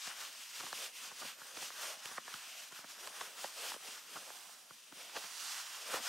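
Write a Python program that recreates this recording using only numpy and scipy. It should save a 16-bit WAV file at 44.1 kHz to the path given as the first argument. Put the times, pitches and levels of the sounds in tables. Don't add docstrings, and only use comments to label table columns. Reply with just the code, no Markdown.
import sys
import numpy as np
from scipy import signal
from scipy.fft import rfft, irfft, next_fast_len
from scipy.io import wavfile
from scipy.ndimage import uniform_filter1d, map_coordinates

SR = 44100
rng = np.random.default_rng(int(sys.argv[2]) if len(sys.argv) > 2 else 0)


def generate_wav(sig):
    pcm = np.round(np.clip(np.atleast_2d(sig).T, -1, 1) * 32767).astype(np.int16)
    wavfile.write(sys.argv[1], SR, pcm)


N = 268252

# frequency in Hz, gain in dB.
SWISH_EQ = [(500, -35.5), (1300, -8.5), (2100, -10), (3000, -7), (3550, -4), (3950, -4.5), (5200, -1.5),
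            (6400, -3), (7400, -5), (8800, -9), (10300, -12.5), (12500, -14.5), (15800, -31)]
FOLDS_EQ = [(1500, -32), (2000, -5.5), (2400, -2), (2750, 1), (3300, -0.5), (3900, -9), (5000, -22.5)]
SHEEN_EQ = [(5000, -37), (7800, 0), (9000, 5), (10500, -0.5), (12500, 1), (14000, -4.5), (15800, -5.5)]
# time in seconds, left over right in dB.
ARM_PAN = [(0.0, 1), (0.07, 3), (0.25, 0), (4.18, 0), (4.42, -2.5), (4.84, 1.0), (5.27, -2), (5.32, -4),
           (6.08, 1)]


def sleeves():
    swish = friction(SWISH_EQ, slips_per_s=2500, spread_db=-1, grain_db=-4, patchy_db=1)
    swish *= amp(stroke_db("swish") + 1.41)
    folds = friction(FOLDS_EQ, slips_per_s=1500, spread_db=4.5, grain_db=-3.5, patchy_db=0.5)
    folds *= amp(stroke_db("folds") - 0.5)
    sheen = friction(SHEEN_EQ, slips_per_s=5600, spread_db=0.5, grain_db=-1, patchy_db=3.5)
    sheen *= amp(stroke_db("sheen"))
    flutter = amp(0.71 * wobble(60))
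    pan_db = np.interp(np.arange(N) / SR, *np.transpose(ARM_PAN))
    return flutter * (swish + folds + sheen) * amp(np.array([pan_db, -pan_db]) / 2)


# fastest moment, rise and fall in seconds, swish level in dB, then
# lace rasp, finger rub and loose folds in dB against that level. The layers add their own trims.
ARM_STROKES = [(.05, .08, 0.062, -47.5, -37, -10.5, -8), (.105, 0.039, 0.038, -53.5, -8.5, 3, 3),
               (0.214, 0.073, 0.087, -49, -13, -5, -2.5), (.4, 0.13, 0.17, -53, -14, -10, -3.5),
               (.575, .06, 0.091, -49, -16.5, -10, -3), (.67, .05, .05, -51.5, -11.5, -5.5, -2.5),
               (.83, 0.14, 0.065, -47.5, -10, -7.5, -1), (.965, 0.034, 0.072, -52.5, -13.5, -18, -0.5),
               (1.037, 0.044, 0.082, -50.5, -14.5, -5.5, -1.5), (1.23, 0.092, 0.047, -50.5, -17, -7.5, -4),
               (1.285, 0.053, 0.05, -51.5, -9.5, -3, 1.5), (1.41, 0.062, 0.07, -58, -9, -1, -5),
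               (1.485, 0.063, 0.087, -56, -14, -5.5, -7), (1.63, 0.091, 0.078, -48, -14.5, -9, -3),
               (1.85, 0.11, 0.11, -47, -8, -4, -3), (2.055, 0.065, 0.054, -54, -9.5, -3, -2.5),
               (2.135, 0.072, 0.056, -53.5, -9.5, 1, -7), (2.345, 0.14, 0.15, -53.5, -15, -3, -1),
               (2.5, 0.093, 0.13, -55.5, -18, -8.5, 1.5), (2.61, 0.098, 0.11, -54.5, -14.5, -10, -2),
               (2.76, 0.045, 0.097, -55, -11.5, -4, -2), (2.9, 0.039, 0.084, -54, -16, -7.5, -4),
               (3.04, 0.077, 0.13, -54.5, -8.5, -3, -2.5), (3.23, 0.11, .1, -52.5, -7.5, -3, -1),
               (3.442, 0.092, 0.073, -49.5, -9.5, -6.5, -5), (3.675, 0.13, 0.08, -47, -8.5, -4.5, -2.5),
               (3.88, 0.083, 0.07, -52.5, -10.5, -5.5, -1), (3.945, 0.069, 0.095, -53, -15, -6.5, -4.5),
               (4.16, 0.098, 0.075, -54, -8.5, -5, -2.5), (4.3, 0.19, 0.32, -56, -7, -7.5, -4.5),
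               (4.5, 0.026, 0.091, -61.5, -19, -33, -9), (4.73, 0.053, 0.099, -62, -14, -20, -5),
               (4.87, 0.094, 0.1, -64.5, -13, -21, -3), (5.01, 0.079, 0.14, -56, -8, -6, 1),
               (5.2, 0.075, 0.3, -52, -13.5, -4.5, -4), (5.41, 0.072, 0.11, -48, -20, -13.5, -19),
               (5.55, 0.14, 0.11, -46.5, -22, -5, -5), (5.76, 0.19, 0.29, -51.5, -15.5, -4.5, -3),
               (5.957, 0.075, 0.043, -45, -6, -1.5, -1), (6.08, 0.061, .05, -43, -13.5, -5, -3)]
USUAL_SWISH_DB, USUAL_RASP_DB = -52.5, -13


def stroke_db(part):
    times, rises, falls, swish, rasp, rub, folds = np.transpose(ARM_STROKES)
    sheen = -5.5 + 0.35 * (rasp - USUAL_RASP_DB) - 0.1 * (swish - USUAL_SWISH_DB)
    share_db = {"swish": 0, "rasp": rasp, "rub": rub, "folds": folds, "sheen": sheen}[part]
    rest_db = -69 + np.mean(share_db)
    return swells(times, rises, falls, swish + share_db, rest_db)


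# frequency in Hz, gain in dB.
RASP_EQ = [(100, -41), (250, -17.5), (380, -7.5), (500, -1.5), (620, 1.5), (800, -1.5), (1050, -7.5),
           (1800, -27), (4000, -44)]
RUB_EQ = [(400, -38), (750, -8), (1050, 0), (1550, 1), (1950, -2), (2500, -29.5), (5000, -27.5)]


def lace():
    rasp = amp(stroke_db("rasp") - 0.15 + 1.1 * wobble(40))
    rasp = rasp * friction(RASP_EQ, slips_per_s=350, spread_db=9.5, grain_db=-7.5, patchy_db=2.9)
    rub = amp(stroke_db("rub") + 1.06 * wobble(40))
    rub = rub * friction(RUB_EQ, slips_per_s=300, spread_db=4.5, grain_db=-4.5, patchy_db=0.5)
    return rasp + (rub + boot_resonance()) * amp([[-0.2], [0.2]])


# time in seconds, length in seconds, resonance in Hz, level in dB. # Each swell is
BOOT_RESONANCES = [(0.729, .007, 615, -48), (0.85, 0.1, 600, -58.5), (2.383, 0.053, 1410, -52.5),
                   (2.517, 0.12, 1950, -54), (3.385, 0.018, 434, -56), (3.447, .013, 490, -42),
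                   (3.71, 0.17, 584, -63), (4.36, 0.078, 710, -62), (5.02, 0.04, 400, -68),
                   (5.166, 0.03, 360, -49.5), (5.535, 0.38, 1296, -54.5)]


def boot_resonance(q=3.1, size=32768):
    hz = np.fft.rfftfreq(size, 1 / SR)
    t = (np.arange(size) - size // 2) / SR
    drive = rng.standard_normal(N) + slips(per_s=560, spread_db=1.5)[0]
    drive = np.pad(drive, size, mode="wrap")
    out = np.zeros(N + 2 * size)
    for s, length, pitch_hz, db in BOOT_RESONANCES:
        resonance = 1 / (1 + 1j * q * (hz / pitch_hz - pitch_hz / (hz + 1)))
        start = round(s * SR) + size // 2
        body = unit(irfft(rfft(drive[start:start + size]) * resonance ** 2))
        swell = np.exp(-(2 * (t - s) / length) ** 2)
        out[start:start + size] += amp(db) * swell * body
    return out[size:size + N]


# time in seconds, knock level in dB before the trim,
# knock pitch in Hz, thud and snap in dB against the knock, drag in seconds.
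LEATHER_HITS = [(.075, -48, 1100, -14, 0, 0.0042), (.606, -45.5, 1495, -15, -2, 0.0048),
                (.638, -49, 1090, -11, -7, 0.0051), (.667, -48.5, 1350, -18, -13, 0.0013),
                (.73, -41.5, 1290, -19, -5, 0.00093), (1.117, -49.5, 1170, -16, -19, 0.0055),
                (1.224, -44, 1010, -15, -18, 0.0079), (1.25, -51, 1210, -7, -13, 0.011),
                (1.418, -50, 1310, -17, -12, 0.0016), (1.574, -50, 850, -8, 3, 0.0043),
                (1.628, -50, 910, -11.5, -4, 0.0034), (1.705, -48.5, 1200, -22, -15, 0.00075),
                (2.057, -54, 1140, -8, 5, 0.0026), (2.117, -50.5, 1270, -17, -15, 0.006),
                (2.177, -48, 1390, -28, -1.5, 0.0067), (2.182, -38, 1350, -20, -26, 0.0024),
                (2.281, -47, 1220, -25, -19, 0.0017), (2.342, -46.5, 1370, -13, -4, 0.00097),
                (2.724, -53, 1250, -8.5, -12, 0.005), (2.791, -53.5, 1370, -9, -8, .002),
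                (2.845, -51.5, 1410, -9.5, -12, 0.0034), (3.075, -47.5, 1290, -22, -5, 0.0022),
                (3.214, -40.5, 1150, -22, -3.5, 0.0051), (3.39, -54, 1770, -17, 5, 0.018),
                (3.446, -38.5, 673, -33, -10, 0.0032), (3.72, -44.5, 1100, -37, -23, 0.0021),
                (3.745, -47, 840, -22, -15, .004), (3.764, -50.5, 840, -28, -17, 0.0014),
                (4.167, -43, 1040, -13, -22, 0.0068), (4.305, -48, 784, -39, -14, .0008),
                (4.495, -59, 1116, -30, -14, 0.00085), (4.71, -53.5, 1023, -9, -7, 0.0021),
                (4.926, -54.5, 910, -3.5, -5, 0.0019), (5.097, -56.5, 1270, -18, -4, 0.0014),
                (5.16, -53, 1420, -20, -11, .008), (5.169, -39, 763, -23, -0.5, 0.012),
                (5.243, -53, 1260, -11, 3, 0.0058), (5.943, -38, 850, -12, -21, 0.0052),
                (5.96, -43.5, 1074, -23, -1, 0.012)]


def leather_knocks(thud_hz=225, snap_hz=3100, soft_hz=1950, travel_s=0.00357, trim_db=-11.5, size=4096):
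    hz = np.fft.rfftfreq(size, 1 / SR) + 1
    middle = size // 2
    t = (np.arange(size) - middle) / SR
    band = lambda centre_hz, octaves: np.exp(-(np.log2(hz / centre_hz) / octaves / 2) ** 2)
    out = np.zeros((2, N + 2 * size))
    for s, db, knock_hz, thud_db, snap_db, drag_s in LEATHER_HITS:
        scuff = rng.standard_normal(size) * np.exp(-np.abs(t) / drag_s)
        rebound = round(rng.uniform(0.0016, 0.00181) * SR)
        flick = signal.unit_impulse(size, middle) + 0.22 * signal.unit_impulse(size, middle + rebound)
        push = flick + amp(-4) * drag_s / 0.00041 * scuff / np.linalg.norm(scuff)
        lag_cycles = travel_s * np.sqrt(1000) * (2 * np.sqrt(hz) - hz / np.sqrt(knock_hz))
        bent = rfft(push) * np.exp(-2j * np.pi * lag_cycles)
        knock = band(knock_hz, 0.61) / (1 + (hz / soft_hz) ** 10)
        layers = [(0, knock), (thud_db, band(thud_hz, 0.58)), (snap_db, band(snap_hz, 0.58))]
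        hit = sum(amp(level) * unit(irfft(bent * colour)) for level, colour in layers)
        pan_db = rng.normal(-0.6, 0.35)
        start = round(s * SR) + middle
        out[:, start:start + size] += amp(db + trim_db) * hit * amp([[pan_db], [-pan_db]])
    return out[:, size:size + N]


# start in seconds, peak level in dB, pitch in Hz.
HOOK_CLICKS = [(0.7284, -35, 2860), (2.058, -24, 4700), (2.3408, -31, 3350), (2.7227, -37, 6500),
               (3.0749, -26, 4500), (4.388, -43, 6200), (5.096, -45, 3500)]


def hook_clicks(t60=0.003):
    t = np.arange(SR // 40) / SR
    out = np.zeros(N + len(t))
    for s, db, pitch_hz in HOOK_CLICKS:
        modes = [(pitch_hz, 0), (pitch_hz * 1.7, -6), (pitch_hz * 0.63, -3)]
        ring = sum(amp(mode_db + rng.normal(0, 3) - 60 * t / t60) * np.cos(2 * np.pi * hz * t)
                   for hz, mode_db in modes)
        out[round(s * SR):][:len(t)] += amp(db) * ring / np.abs(ring).max()
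    return out[:N]


# frequency in Hz, gain in dB.
LEATHER_EQ = [(20, -48), (45, -34), (70, -35), (105, -13), (170, -1.5), (280, 4), (450, -11), (1000, -21)]


def boot_give(press_s=0.022, settle_s=0.063):
    times, knock_db, _, thud_db, _, _ = np.transpose(LEATHER_HITS)
    pulled_db = -80 + 0.54 * (stroke_db("rasp") - USUAL_SWISH_DB - USUAL_RASP_DB)
    rises, falls = np.full(len(times), press_s), np.full(len(times), settle_s)
    pressed_db = swells(times, rises, falls, knock_db + thud_db - 10, rest_db=-89)
    give = np.hypot(amp(pulled_db), amp(pressed_db)) * amp(1.5 * wobble(28))
    return give * friction(LEATHER_EQ, slips_per_s=70, spread_db=5, grain_db=0.5, patchy_db=1)


def tent(x, t60=0.055, wet_db=-16):
    t = np.arange(SR // 8) / SR
    tail = rng.standard_normal((2, len(t))) * amp(-60 * t / t60) * (t > .003)
    tail /= np.linalg.norm(tail[0])
    return x + amp(wet_db) * signal.fftconvolve(x, tail, axes=1)[:, :N]


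# frequency in Hz, gain in dB.
AIR_EQ = [(20, -34), (60, -18), (200, 2.5), (1400, 8), (6000, 2.5), (16000, -7)]


def night_air(level_db=-69.5):
    air = rng.standard_normal(N) + 1.7 * rng.standard_normal((2, N))
    return amp(level_db) * unit(filtered(air, lambda hz: amp(along(AIR_EQ, hz))))


# frequency in Hz, left-right likeness (1 is mono).
STEREO_LIKENESS = [(100, 1), (500, 0.95), (1000, 0.96), (1600, 0.98), (2800, 1), (3400, 0.99), (3900, 0.73),
                   (4600, 0.93), (5400, 1), (6300, 0.97), (7400, 0.76), (8800, 0.83), (11000, 0.54),
                   (14500, 1)]


def friction(eq, slips_per_s, spread_db, grain_db, patchy_db):
    source = rng.standard_normal((2, N)) + amp(grain_db) * slips(slips_per_s, spread_db)
    spectrogram = signal.stft(source, nperseg=1024)[2]
    patches = rng.standard_normal(spectrogram.shape[1:])
    for _ in range(2):
        patches = uniform_filter1d(uniform_filter1d(patches, size=5, axis=0), size=9, axis=1)
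    rubbing = signal.istft(spectrogram * amp(patchy_db * unit(patches)), nperseg=1024)[1][:, :N]

    def mid_side_eq(hz):
        angle = np.arccos(np.clip(along(STEREO_LIKENESS, hz), -1, 1)) / 2
        return amp(along(eq, hz)) * np.array([np.cos(angle), np.sin(angle)])

    mid, side = filtered(rubbing, mid_side_eq)
    return unit(np.array([mid + side, mid - side]))


def slips(per_s, spread_db):
    happens = rng.random((2, N)) < per_s / SR
    size = amp(spread_db * np.clip(rng.standard_normal((2, N)), -2, 2))
    return unit(happens * size * np.sign(rng.standard_normal((2, N))))


def swells(times, rises, falls, levels_db, rest_db, roundness=1.74):
    t = np.arange(0, N + 64, 64) / SR
    power = amp(rest_db) ** 2
    for s, rise, fall, db in zip(times, rises, falls, levels_db):
        speed = np.exp(-np.abs((t - s) / np.where(t < s, rise, fall)) ** roundness)
        power = power + (amp(db) * speed) ** 2
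    return np.interp(np.arange(N) / SR, t, 10 * np.log10(power))


def stroke_width(x):
    side_db = 2.3 - 0.3 * (stroke_db("swish") - USUAL_SWISH_DB)
    mid = x.mean(axis=0)
    return mid + amp(side_db) * (x - mid)


def amp(db):
    return 10 ** (np.asarray(db) / 20)


def unit(x):
    return x / np.sqrt(np.mean(x ** 2) + 1e-20)


def along(points, hz):
    point_hz, values = np.transpose(points)
    return np.interp(np.log(hz + 1), np.log(point_hz), values)


def wobble(rate):
    knots = rng.standard_normal(int(N * rate / SR) + 4)
    return map_coordinates(knots, [np.arange(N) * rate / SR], mode="nearest")


def filtered(x, response):
    size = next_fast_len(N + SR // 2)
    return irfft(rfft(x, size) * response(np.fft.rfftfreq(size, 1 / SR)), size)[..., :N]


def scene():
    return stroke_width(sleeves() + lace()) + boot_give() + tent(leather_knocks() + hook_clicks()) + night_air()


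def record(dry, low_cut_hz=68, top_hz=15780):
    return filtered(dry, lambda hz: (hz < top_hz) / np.sqrt(1 + (low_cut_hz / (hz + 1)) ** 6))


dry = scene()
out = record(dry)
generate_wav(out)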